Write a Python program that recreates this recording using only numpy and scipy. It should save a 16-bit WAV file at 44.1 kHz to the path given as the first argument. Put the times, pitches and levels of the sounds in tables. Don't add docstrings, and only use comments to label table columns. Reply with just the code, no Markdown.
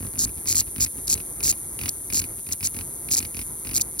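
import sys
import numpy as np
from scipy import signal
from scipy.fft import rfft, irfft, next_fast_len
from scipy.io import wavfile

SR = 44100
rng = np.random.default_rng(int(sys.argv[2]) if len(sys.argv) > 2 else 0)


def transcribe(u):
    v = np.clip(np.atleast_2d(u).T, -1, 1)
    q = np.round(v * 32767).astype(np.int16)
    wavfile.write(sys.argv[1], SR, q)


N = 176400

# (frequency [Hz], level [dB])
CHORUS_EQ = [(2000, -51), (3300, -25.5), (4600, -24), (5300, -29.5), (6200, -11), (7000, -12.5), (8600, -8),
             (9300, -4), (9700, 0.5), (10500, -2), (11400, -3), (12500, -12.5), (13800, -15), (15000, -29),
             (16000, -22.5)]
# (frequency [Hz], level [dB])
RUMBLE_EQ = [(15, -45), (35, -5.5), (55, 6), (90, -2), (135, 2), (180, -5), (260, -5), (350, -3),
             (500, -10), (700, -10), (1000, -15), (1700, -23.5), (2200, -21), (3300, -44), (8000, -51)]
# (time [s], rate [cycles/s])
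SONG_PACE = [(0, 160.0), (1, 159.8), (2.4, 160.0), (3.1, 159.7), (3.5, 159.0), (4, 159.6)]
# (frequency [Hz], level [dB])
SONG_EQ = [(3000, -64), (5300, -30.5), (7000, -15), (8700, -10.5), (9300, 0), (9650, 1), (10400, -2.5),
           (11400, -5), (12500, -9), (14000, -26), (16000, -24)]
# (start [s], length [s], rate [beats/s], air level [dB], slap level [dB])
WING_FITS = [(.004, .072, 48, 4.5, -12), (0.136, .165, 51.4, 2, -11.5), (0.457, .165, 45, 1, -0.5),
             (0.761, .12, 49.7, 2.5, -1), (1.079, .145, 41, 0.5, -3.5), (1.405, .125, 41.7, -1, -0.5),
             (1.79, .1, 44.4, 2, 3), (2.101, .145, 43, 0.5, -0.5), (2.466, .075, 44.6, -2, -4.5),
             (2.607, .075, 46, -1, -1.5), (2.744, .078, 45.7, 0.5, -2.5), (3.087, .168, 43, -1.5, -1.5),
             (3.345, .08, 43.3, 0.5, -1.5), (3.649, .165, 47.4, -1, -1.5)]
# (frequency [Hz], level [dB])
AIR_EQ = [(20, -46), (48, 1), (65, 1), (95, -0.5), (150, -9), (250, -7), (350, -14.5), (480, -22),
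          (900, -27.5), (2000, -32), (5000, -83)]
# (frequency [Hz], level [dB])
SLAP_EQ = [(300, -26), (900, -13), (1700, -14.5), (2100, -6.5), (2400, 3), (2750, -2.5), (3300, -22.5),
           (4500, -8.5), (7000, -9.5), (10000, -8.5), (13000, -4.5), (16000, -10)]
# (frequency [Hz], level [dB])
RUSTLE_EQ = [(400, -11), (1500, -11.5), (2450, 4.5), (3200, -4.5), (4500, -1), (10000, -7), (13000, 0),
             (16000, -1.5)]
# (start [s], length [s], tymbal rate [cycles/s], level [dB])
SQUAWK_CUES = [(0.192, 0.058, 156, -0.5), (.4753, .003, 150, -5), (.4873, 0.044, 150, 0.5),
               (0.537, .003, 150, -6), (0.5568, 0.053, 159, 2), (0.809, 0.045, 151, 1.5),
               (1.0817, 0.0027, 140, 0.5), (1.1017, 0.045, 151, 2.5), (1.4385, 0.077, 144, 1.5),
               (1.893, 0.0032, 260, 0.5), (2.136, .003, 120, -0.5), (2.1475, 0.054, 151, -.5),
               (2.526, .01, 150, -0.5), (2.645, .028, 150, -1), (3.116, 0.039, 144, 1.5),
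               (3.17, 0.023, 139, 1), (3.751, .03, 134, 2.5), (3.8142, 0.01, 197, 1),
               (3.9975, .003, 180, 0.5)]
# (offset from the main click [s], level [dB])
TYMBAL_RIBS = [(-.0026, -2), (-.0008, -7.5), (0., -1.5)]
# (frequency [Hz], level [dB])
ABDOMEN_EQ = [(1500, -54), (3000, -29), (3500, -26), (4000, -16), (4600, -10.5), (5300, -10.5),
              (6400, -5.5), (7200, 1.5), (7800, -9), (8400, -6.5), (9000, -12.5), (9600, -9.5),
              (10800, -18), (13000, -7), (14300, -12.5), (15700, -22.5)]
# (time [s], level [dB])
TWITCH_CUES = [(.38, -3.5), (.68, -3.5), (.985, -3), (1.58, -14.5), (2.332, -13.5), (2.391, -4.5),
               (3.975, -8.5)]
# (frequency [Hz], left lead [rad])
STEREO_PHASE = [(20, 0), (380, 0.43), (680, 2), (1400, 0.65), (2000, 1.06), (2500, 2.2), (3700, 0.71),
                (5500, 1), (7000, 3), (8000, 3), (9900, 6), (11300, 6.5), (12800, 9), (14800, 9.5),
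                (15600, 13.5)]
# (frequency [Hz], left minus right [dB])
STEREO_BALANCE = [(80, -.5), (420, -5), (950, 3.5), (1600, 4), (2250, -4), (3000, 0), (4500, -3.5),
                  (5600, 0), (6500, 0.5), (16000, 0)]
# (frequency [Hz], likeness [0-1])
STEREO_LIKENESS = [(60, 1), (300, .96), (600, 0.82), (1700, .65), (2700, 0.86), (5500, 0.71), (7200, 1),
                   (8800, 0.71), (10300, 1), (11800, .75), (13300, 1), (16000, 0.72)]

TOP_HZ = 15880


def amp(db):
    return 10 ** (np.asarray(db) / 20)


def unit(x):
    return x / np.sqrt(np.mean(x ** 2) + 1e-20)


def curve(points, hz):
    f, value = np.transpose(points)
    return np.interp(np.log(hz + 1), np.log(f + 1), value)


def clicks(times, db):
    out, at = np.zeros(N), np.asarray(times)[:, None] * SR
    near = np.floor(at).astype(int) + np.arange(-8, 9)
    shape = np.sinc(near - at) * np.cos(np.pi * (near - at) / 18) ** 2
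    inside = (near >= 0) & (near < N)
    np.add.at(out, near[inside], (shape * amp(db)[:, None])[inside])
    return out


def colour(x, eq, size=8192):
    log_gain = np.log(amp(curve(eq, abs(np.fft.fftfreq(size, 1 / SR)))))
    ring = np.fft.ifft(np.exp(np.conj(signal.hilbert(log_gain)))).real[:size // 2]
    return signal.oaconvolve(x, ring[None], axes=1)[:, :N]


def smear(x, lag_s):
    hz = np.fft.rfftfreq(2 * N, 1 / SR)
    delay = lag_s * (.5 - hz / TOP_HZ)
    return irfft(rfft(x, 2 * N) * np.exp(-2j * np.pi * np.cumsum(delay) * hz[1]))[:N]


def linger(hits, decay_s):
    pole = np.exp(-2 / (decay_s * SR))
    return np.sqrt(signal.lfilter([1 - pole], [1, -pole], hits ** 2 + 1e-20))


def noise():
    return rng.standard_normal((2, N))


def spray(hits, decay_s):
    return linger(hits, decay_s) * noise()


def scattered(hits, share, decay_s):
    mid, side = spray(hits, decay_s)
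    return np.array([unit(hits + share * mid), unit(side)])


def stereo(pair, eq, db):
    size = next_fast_len(N + 4096)
    hz = np.fft.rfftfreq(size, 1 / SR)
    mid, side = rfft(colour(pair, eq), size)
    likeness = np.clip(curve(STEREO_LIKENESS, hz), 0, .995)
    mid, side = mid * np.sqrt(1 + likeness), side * np.sqrt(1 - likeness)
    pan = amp(curve(STEREO_BALANCE, hz) / 2)
    left = (mid + side) * pan
    right = (mid - side) / pan * np.exp(-1j * curve(STEREO_PHASE, hz))
    return amp(db) * unit(irfft(np.array([left, right]), size)[:, :N])


def waver(depth_db, count=24):
    hz, t = np.geomspace(.5, 14, count)[:, None], np.linspace(0, N / SR, count * count)
    wobbles = np.sin(2 * np.pi * (hz * t + rng.random((count, 1)))) / hz ** 0.24
    return amp(depth_db * np.interp(np.arange(N) / SR, t, unit(wobbles.sum(0))))


def far_chorus():
    return stereo(noise(), CHORUS_EQ, db=-38) * waver(depth_db=0.9)


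def outdoor_rumble():
    return stereo(noise(), RUMBLE_EQ, db=-45) * waver(depth_db=2.4)


def neighbour_song(jitter_s=.00002, spread_db=1.36, gap_s=.00205, echo_s=.008, echo_mix=0.28):
    t = np.arange(N) / SR
    cycles = np.cumsum(np.interp(t, *np.transpose(SONG_PACE))) / SR
    beats = np.interp(np.arange(1, cycles[-1]), cycles, t)
    late, late2, loud, loud2 = rng.standard_normal((len(beats), 4)).T
    song = clicks(beats + jitter_s * late, spread_db * loud)
    song += clicks(beats + gap_s + jitter_s * late2, spread_db * loud2 - 8)
    lag = np.arange(SR // 24) / SR
    paths = rng.standard_normal((2, len(lag))) * np.exp(-lag / echo_s)
    echo_mid, echo_side = signal.oaconvolve(song[None], paths, axes=1)[:, :N]
    mid = unit(unit(song) + echo_mix * unit(echo_mid))
    return stereo(np.array([mid, unit(echo_side)]), SONG_EQ, db=-36)


def wing_fits(air_lag_s=0.004035, jitter_s=.0005, growth_db=2.5, spread_db=.8, crinkles_per_s=1500):
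    air, slaps = np.zeros(N), np.zeros(N)
    for start, length, rate, air_db, slap_db in WING_FITS:
        t = np.arange(0, length, 1 / rate)
        arch_db = -4.5 * np.linspace(-1, 1, len(t)) ** 2
        downstrokes = start + t + air_lag_s
        air += clicks(downstrokes + jitter_s * rng.standard_normal(len(t)), air_db + arch_db)
        air += clicks(downstrokes + .45 / rate, air_db + arch_db - 8)
        force_db = slap_db + .3 * arch_db + growth_db * (t / length - .5)
        slaps += clicks(start + t, force_db + spread_db * rng.standard_normal(len(t)))
    swirl = scattered(-air, share=0.66, decay_s=0.01)
    thrum = stereo(swirl, AIR_EQ, db=-41)
    softened = linger(slaps, decay_s=.0009)
    slap = stereo(spray(softened, decay_s=.0012), SLAP_EQ, db=-42.5)
    crinkles = (rng.random(N) < crinkles_per_s / SR) * linger(slaps, decay_s=.008)
    rustle = stereo(spray(crinkles, decay_s=.0009), RUSTLE_EQ, db=-44)
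    return thrum + slap + rustle


def tymbal_squawks(lead_in_db=-11, shift_s=0.0002406, jitter_s=.00002, spread_db=1.54):
    times, levels = [], []
    for start, length, rate, db in SQUAWK_CUES:
        t = np.arange(-1 / rate, length, 1 / rate)
        effort_db = db + np.where(t < -.5 / rate, lead_in_db, 0)
        for offset, rib_db in TYMBAL_RIBS:
            late, loud = rng.standard_normal((len(t), 2)).T
            rib_lag = offset + shift_s * rng.standard_normal()
            times.extend(start + t + rib_lag + jitter_s * late)
            levels.extend(effort_db + rib_db + spread_db * loud)
    chirps = smear(clicks(times, levels), lag_s=.0007)
    in_hand = scattered(chirps, share=1, decay_s=.0014)
    return stereo(in_hand, ABDOMEN_EQ, db=-27.5)


def wing_twitches(width_s=0.0096):
    t = np.arange(N) / SR
    swell = sum(amp(db) * np.exp(-.5 * ((t - at) / width_s) ** 2) for at, db in TWITCH_CUES)
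    puff = stereo(noise(), AIR_EQ, db=-35)
    brush = stereo(noise(), RUSTLE_EQ, db=-43)
    return swell * (puff + brush)


def scene():
    held = tymbal_squawks() + wing_fits() + wing_twitches()
    return held + neighbour_song() + far_chorus() + outdoor_rumble()


def record(dry):
    low_pass = signal.firwin(401, TOP_HZ, window=("kaiser", 8), fs=SR)
    return signal.oaconvolve(dry, low_pass[None], "same")


dry = scene()
out = record(dry)
transcribe(out)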